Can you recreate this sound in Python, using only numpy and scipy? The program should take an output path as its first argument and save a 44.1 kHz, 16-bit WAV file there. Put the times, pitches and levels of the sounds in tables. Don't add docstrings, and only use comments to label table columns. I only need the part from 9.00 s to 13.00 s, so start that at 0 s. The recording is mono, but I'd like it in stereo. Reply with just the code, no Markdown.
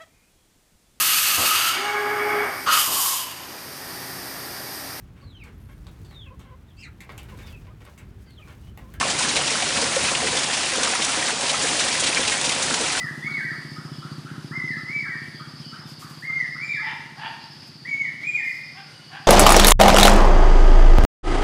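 import sys
import numpy as np
from scipy import signal
from scipy.fft import rfft, irfft, next_fast_len
from scipy.io import wavfile
from scipy.ndimage import uniform_filter1d, map_coordinates

SR = 44100
rng = np.random.default_rng(int(sys.argv[2]) if len(sys.argv) > 2 else 0)


def output_pcm(signal):
    pcm = np.clip(np.atleast_2d(signal).T, -1, 1) * 32767
    wavfile.write(sys.argv[1], SR, np.round(pcm).astype(np.int16))


N = 176400
DROPLETS_PER_S = 12000


def amp(db):
    return 10 ** (np.asarray(db) / 20)


def unit(x):
    return x / np.sqrt(np.mean(x ** 2) + 1e-20)


def colour(points, hz):
    f, db = np.transpose(points)
    return amp(np.interp(np.log(hz + 1), np.log(f + 1), db))


def bell(hz, centre_hz, octaves):
    return np.exp(-.5 * (np.log2((hz + 1) / centre_hz) / octaves) ** 2)


def filtered(x, response):
    size = next_fast_len(len(x) + 2048)
    return irfft(rfft(x, size) * response(np.fft.rfftfreq(size, 1 / SR)), size)[:len(x)]


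def curve(points):
    s, value = np.transpose(points)
    return np.interp(np.arange(N) / SR, s, value)


def wobble(knots_per_s):
    knots = rng.standard_normal(int(N * knots_per_s / SR) + 4)
    return map_coordinates(knots, [np.arange(N) * knots_per_s / SR])


def add(track, start_s, sound):
    i = int(np.clip(start_s * SR, 0, N - 1))
    track[i:i + len(sound)] += sound[:N - i]


def random_events(per_s, traits):
    n = int(per_s * N / SR)
    return np.column_stack([rng.uniform(0, N / SR, n), np.clip(rng.standard_normal((n, traits)), -2, 2)])


def impacts(per_s, spread_db, size=N):
    hits = rng.random(size) < per_s / SR
    signs = np.sign(rng.standard_normal(size))
    return hits * signs * amp(spread_db * np.clip(rng.standard_normal(size), -2, 2))


def with_wall(sound, scatter_s=.0004, delay_s=.00385, echo_gain=.7):
    gap = int(np.clip(delay_s + scatter_s * rng.standard_normal(), delay_s / 2, 2 * delay_s) * SR)
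    return np.pad(sound, (0, gap)) + echo_gain * np.pad(sound, (gap, 0))


def with_eaves(sound, t60_s=.15, tail_db=-12, predelay_s=.00385):
    t = np.arange(SR // 4) / SR
    tail = rng.standard_normal(len(t)) * amp(-60 * t / t60_s) * (t > predelay_s)
    return sound + amp(tail_db) * signal.fftconvolve(sound, tail / np.linalg.norm(tail))[:N]


def flow_gain(splash_db_per_flow_db=1.7):
    # time in seconds, relative flow in dB.
    flow_db = [(0, -28.5), (0.06, -29.5), (.11, -27), (.165, -32.5), (0.2, -26.5), (.33, -28), (0.5, -27.5),
               (0.89, -27.5), (1.1, -26.5), (1.2, -28.5), (1.38, -27), (1.47, -31.5), (1.56, -27),
               (1.72, -28.5), (1.87, -27), (2.28, -28), (2.37, -32), (2.44, -26.5), (2.59, -28),
               (2.66, -26.5), (3.0, -27.5), (3.33, -26.5), (3.39, -29.5), (3.46, -28), (3.7, -28.5),
               (3.85, -27.5), (4, -28)]
    return unit(amp(splash_db_per_flow_db * curve(flow_db)))


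def far_rain(level_db=-25.5, patchy_db=1.3, swell_db=.4):
    # frequency in Hz, relative density in dB.
    spectrum = [(100, -36), (250, -3.5), (400, -5.5), (750, -2.5), (1400, -4), (2500, -2.5), (5000, -4),
                (7000, -5.5), (10000, -8.5)]
    noise_stft = signal.stft(rng.standard_normal(N), nperseg=512)[2]
    patches = uniform_filter1d(rng.standard_normal(noise_stft.shape), size=10, axis=0)
    patches = unit(uniform_filter1d(patches, size=10, axis=1))
    hiss = signal.istft(noise_stft * amp(patchy_db * patches), nperseg=512)[1][:N]
    gain = amp(level_db + swell_db * wobble(knots_per_s=6.2))
    return gain * unit(filtered(hiss, lambda hz: colour(spectrum, hz)))


def rumble():
    # frequency in Hz, relative density in dB.
    spectrum = [(20, -24.5), (42, -18.5), (65, -6), (82, -2), (105, -11), (152, 1), (195, -4.5),
                (290, -3.5), (400, -10.5), (900, -26)]
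    # time in seconds, level in dB.
    level_db = [(0, -35.5), (.3, -36), (.6, -39.5), (1.25, -34.5), (1.5, -43.5), (1.8, -40.5), (2.3, -45),
                (2.7, -40), (2.95, -41), (3.2, -38), (3.4, -42.5), (3.7, -38.5), (4, -43.5)]
    return amp(curve(level_db)) * unit(filtered(rng.standard_normal(N), lambda hz: colour(spectrum, hz)))


def hollow_ring(level_db=-37.5):
    # frequency in Hz, bandwidth in Hz, relative gain in dB.
    modes = [(138.7, 39, -8.5), (547, 20, -6.5), (730.7, 10.3, 0), (832, 20, -3), (952.4, 14, 1),
             (1017, 18, -4.5), (2344, 95, -10.5)]

    def body(hz):
        return sum(amp(db) * 1j * hz * width_hz / (mode_hz ** 2 - hz ** 2 + 1j * hz * width_hz)
                   for mode_hz, width_hz, db in modes)
    return amp(level_db) * unit(filtered(impacts(per_s=300, spread_db=2), body))


def patter(per_s, level_db):
    # frequency in Hz, relative density in dB.
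    spectrum = [(100, -20), (400, -13), (1000, 3), (2500, 9), (5000, 11), (10000, 5)]
    drops = impacts(per_s, spread_db=3.2)
    return amp(level_db) * unit(filtered(drops, lambda hz: colour(spectrum, hz)))


def ticks(pitch_hz=4800, decay_s=.00015):
    # start in seconds, gain in dB.
    drops = [(0.3593, -2.5), (1.435, -4), (3.148, 0), (3.278, -5), (3.298, -2.5), (3.416, -15),
             (3.744, -14)]
    t = np.arange(SR // 200) / SR
    tick = np.exp(-t / decay_s) * np.sin(2 * np.pi * pitch_hz * t)
    track = np.zeros(N)
    for start_s, db in drops:
        add(track, start_s, amp(db) * tick)
    return track


def mist(level_db=-33.6, flicker_db=6):
    # frequency in Hz, relative density in dB.
    spectrum = [(2500, -25), (5000, -10), (7500, -1.5), (10000, 0)]
    puffs = amp(flicker_db * np.clip(wobble(knots_per_s=70), -2, 1))
    sizzle = filtered(impacts(DROPLETS_PER_S, spread_db=10.5), lambda hz: colour(spectrum, hz))
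    return amp(level_db) * unit(puffs * sizzle) * flow_gain()


def bubble(hz, decay_cycles, onset_cycles=.9, rise_per_decay=.03, shake_rad=.78, shake_cycles=2.25):
    cycles = np.arange(int(6 * decay_cycles / hz * SR)) * hz / SR
    envelope = (1 - np.exp(-cycles / onset_cycles)) * np.exp(-cycles / decay_cycles)
    shake = np.interp(cycles / shake_cycles, np.arange(64), rng.standard_normal(64))
    phase = 2 * np.pi * cycles * (1 + rise_per_decay * (cycles / decay_cycles / 2 - 1))
    return envelope / envelope.max() * np.sin(phase + shake_rad * shake)


def puddle(spread_db=4):
    # start in seconds, pitch in Hz, level in dB, decay in cycles.
    loud_bubbles = [(.010, 1160, -13, 1.2), (0.028, 1155, -14.5, 4.8), (.052, 633, -21, 4),
                    (0.207, 980, -21.5, 5.6), (.366, 533, -25.5, 3), (.388, 710, -24, 3.1),
                    (.622, 693, -23.5, 7.9), (0.831, 457, -28, 2.3), (.965, 531, -16, 2),
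                    (1.151, 2650, -8, 1.25), (1.229, 684, -21.5, 4.3), (1.35, 677, -22, 5),
                    (2.176, 580, -27, 3.7), (2.543, 1214, -19, 5.2), (2.654, 704, -26, 4.8),
                    (3.023, 566, -28, 2.6), (3.129, 2440, -17, 6.4), (3.1705, 2180, -10.5, 3.2),
                    (3.193, 530, -19.5, 1.1), (3.805, 480, -27.5, 4)]
    # bubbles per second, middle pitch in Hz, spread in octaves, decay in cycles, level in dB.
    swarms = [(199.65, 299, 0.517, 2.5, -47), (150.2, 720, 0.501, 4.7, -38.5), (160, 2495, 0.546, 2.8, -34)]
    track = np.zeros(N)
    for start_s, hz, db, decay_cycles in loud_bubbles:
        add(track, start_s, amp(db) * with_wall(bubble(hz, decay_cycles), scatter_s=0))
    for per_s, hz, octaves, decay_cycles, db in swarms:
        swarm = np.zeros(N)
        for start_s, pitch, strength in random_events(per_s, traits=2):
            ring = bubble(hz * 2 ** (octaves * pitch), decay_cycles)
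            add(swarm, start_s, amp(spread_db * strength) * with_wall(ring))
        track += amp(db) * unit(swarm)
    return track


def spatter(per_s, response, rise_s, decay_s):
    t = np.arange(SR // 10) / SR
    spray = unit(filtered(impacts(per_s, spread_db=2, size=len(t)), response))
    envelope = (1 - np.exp(-t / rise_s)) * np.exp(-(t / decay_s) ** 2)
    return unit(spray * envelope) * np.sqrt(np.mean(envelope ** 2)) / envelope.max()


def thuds(impacts_per_s=1500, width_octaves=.56, rise_s=.003):
    # start in seconds, level in dB, decay in seconds, band centre in Hz.
    lumps = [(.04, -34.5, 0.029, 320), (.768, -32.5, 0.029, 310), (.815, -29, .03, 378),
             (1.112, -30.5, 0.014, 330), (1.234, -28, .028, 460), (1.325, -29.5, .045, 470),
             (1.765, -30.5, 0.034, 318), (1.995, -33.5, .012, 340), (2.17, -30, 0.017, 400),
             (2.63, -32, 0.025, 320), (2.69, -36, 0.021, 330), (3.02, -32.5, 0.044, 415),
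             (3.193, -29.5, 0.032, 340), (3.464, -32, .02, 330), (3.712, -32, 0.022, 290),
             (3.805, -33, .03, 420)]
    track = np.zeros(N)
    for start_s, db, decay_s, centre_hz in lumps:
        thud = spatter(impacts_per_s, lambda hz: bell(hz, centre_hz, width_octaves), rise_s, decay_s)
        add(track, start_s, amp(db) * with_wall(thud, scatter_s=0))
    return track


def splat(decay_s, hump_hz, hump_db=12.5, hump_octaves=.69, rise_s=.0015):
    # frequency in Hz, relative density in dB.
    spectrum = [(100, -30), (300, -10.5), (700, -5), (1400, -7), (2600, -6), (4500, -8.5), (7000, -5),
                (10000, -5)]

    def response(hz):
        return colour(spectrum, hz) * amp(hump_db * bell(hz, hump_hz, hump_octaves))
    return spatter(DROPLETS_PER_S, response, rise_s, decay_s)


def runoff(small_db=-30.5, small_decay_s=.0035, small_hz=2970, spread_octaves=.97, spread_db=2.1):
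    # start in seconds, level in dB, decay in seconds, hump centre in Hz.
    big_splats = [(.008, -19.5, 0.01, 1600), (.096, -23.5, .022, 3880), (.188, -20, 0.0076, 5460),
                  (0.211, -26.5, 0.034, 3600), (.284, -23, 0.017, 4200), (.361, -17.5, 0.015, 2580),
                  (.472, -21, 0.014, 3280), (.5, -25.5, 0.029, 4500), (0.621, -20.5, 0.0064, 2420),
                  (.768, -24.5, 0.017, 2200), (.812, -23, 0.013, 5040), (.84, -24, 0.0061, 3500),
                  (1.049, -25, .022, 1400), (1.151, -24, 0.0057, 3500), (1.27, -23.5, 0.02, 2540),
                  (1.366, -21.5, 0.013, 3370), (1.387, -23, 0.0071, 3350), (1.431, -23, .012, 3500),
                  (1.531, -22.5, 0.016, 3470), (1.831, -17.5, 0.0086, 4700), (1.845, -25.5, .011, 1900),
                  (2.017, -23.5, 0.018, 3500), (2.046, -18.5, .0057, 5530), (2.082, -26.5, 0.0082, 2800),
                  (2.276, -24, 0.022, 1550), (2.476, -25.5, 0.0099, 4230), (2.495, -20, .013, 3240),
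                  (2.621, -23, 0.015, 6000), (2.791, -21.5, .03, 3630), (2.838, -23, 0.0068, 4000),
                  (2.878, -23.5, 0.014, 4000), (2.924, -23.5, .01, 3500), (2.996, -21, 0.019, 6270),
                  (3.04, -19.5, 0.0078, 3400), (3.065, -20, 0.024, 3160), (3.172, -23, 0.019, 2110),
                  (3.274, -23, 0.014, 3700), (3.316, -22.5, .028, 2180), (3.412, -19.5, .0036, 5000),
                  (3.441, -21, .022, 4240), (3.492, -18.5, 0.0053, 3280), (3.519, -20, 0.0061, 3030),
                  (3.62, -22.5, .022, 5100), (3.738, -19, 0.0082, 3750)]
    big, small = np.zeros(N), np.zeros(N)
    for start_s, db, decay_s, hump_hz in big_splats:
        add(big, start_s, amp(db) * with_wall(splat(decay_s, hump_hz)))
    for start_s, strength, length, pitch in random_events(per_s=130, traits=3):
        burst = splat(small_decay_s * 2 ** (length / 2), small_hz * 2 ** (spread_octaves * pitch))
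        add(small, start_s, amp(spread_db * strength) * with_wall(burst))
    return big + amp(small_db) * unit(small) * flow_gain()


def scene():
    background = far_rain() + rumble()
    dense_drops = patter(per_s=6000, level_db=-28.5) * flow_gain()
    close_drops = patter(per_s=45, level_db=-42) + ticks()
    rain = background + dense_drops + close_drops + hollow_ring()
    mono = rain + mist() + with_eaves(runoff() + thuds() + puddle())
    return np.array([mono, mono])


def record(dry):
    cutoff_hz = 10050
    return np.array([filtered(channel, lambda hz: hz < cutoff_hz) for channel in dry])


dry = scene()
out = record(dry)
output_pcm(out)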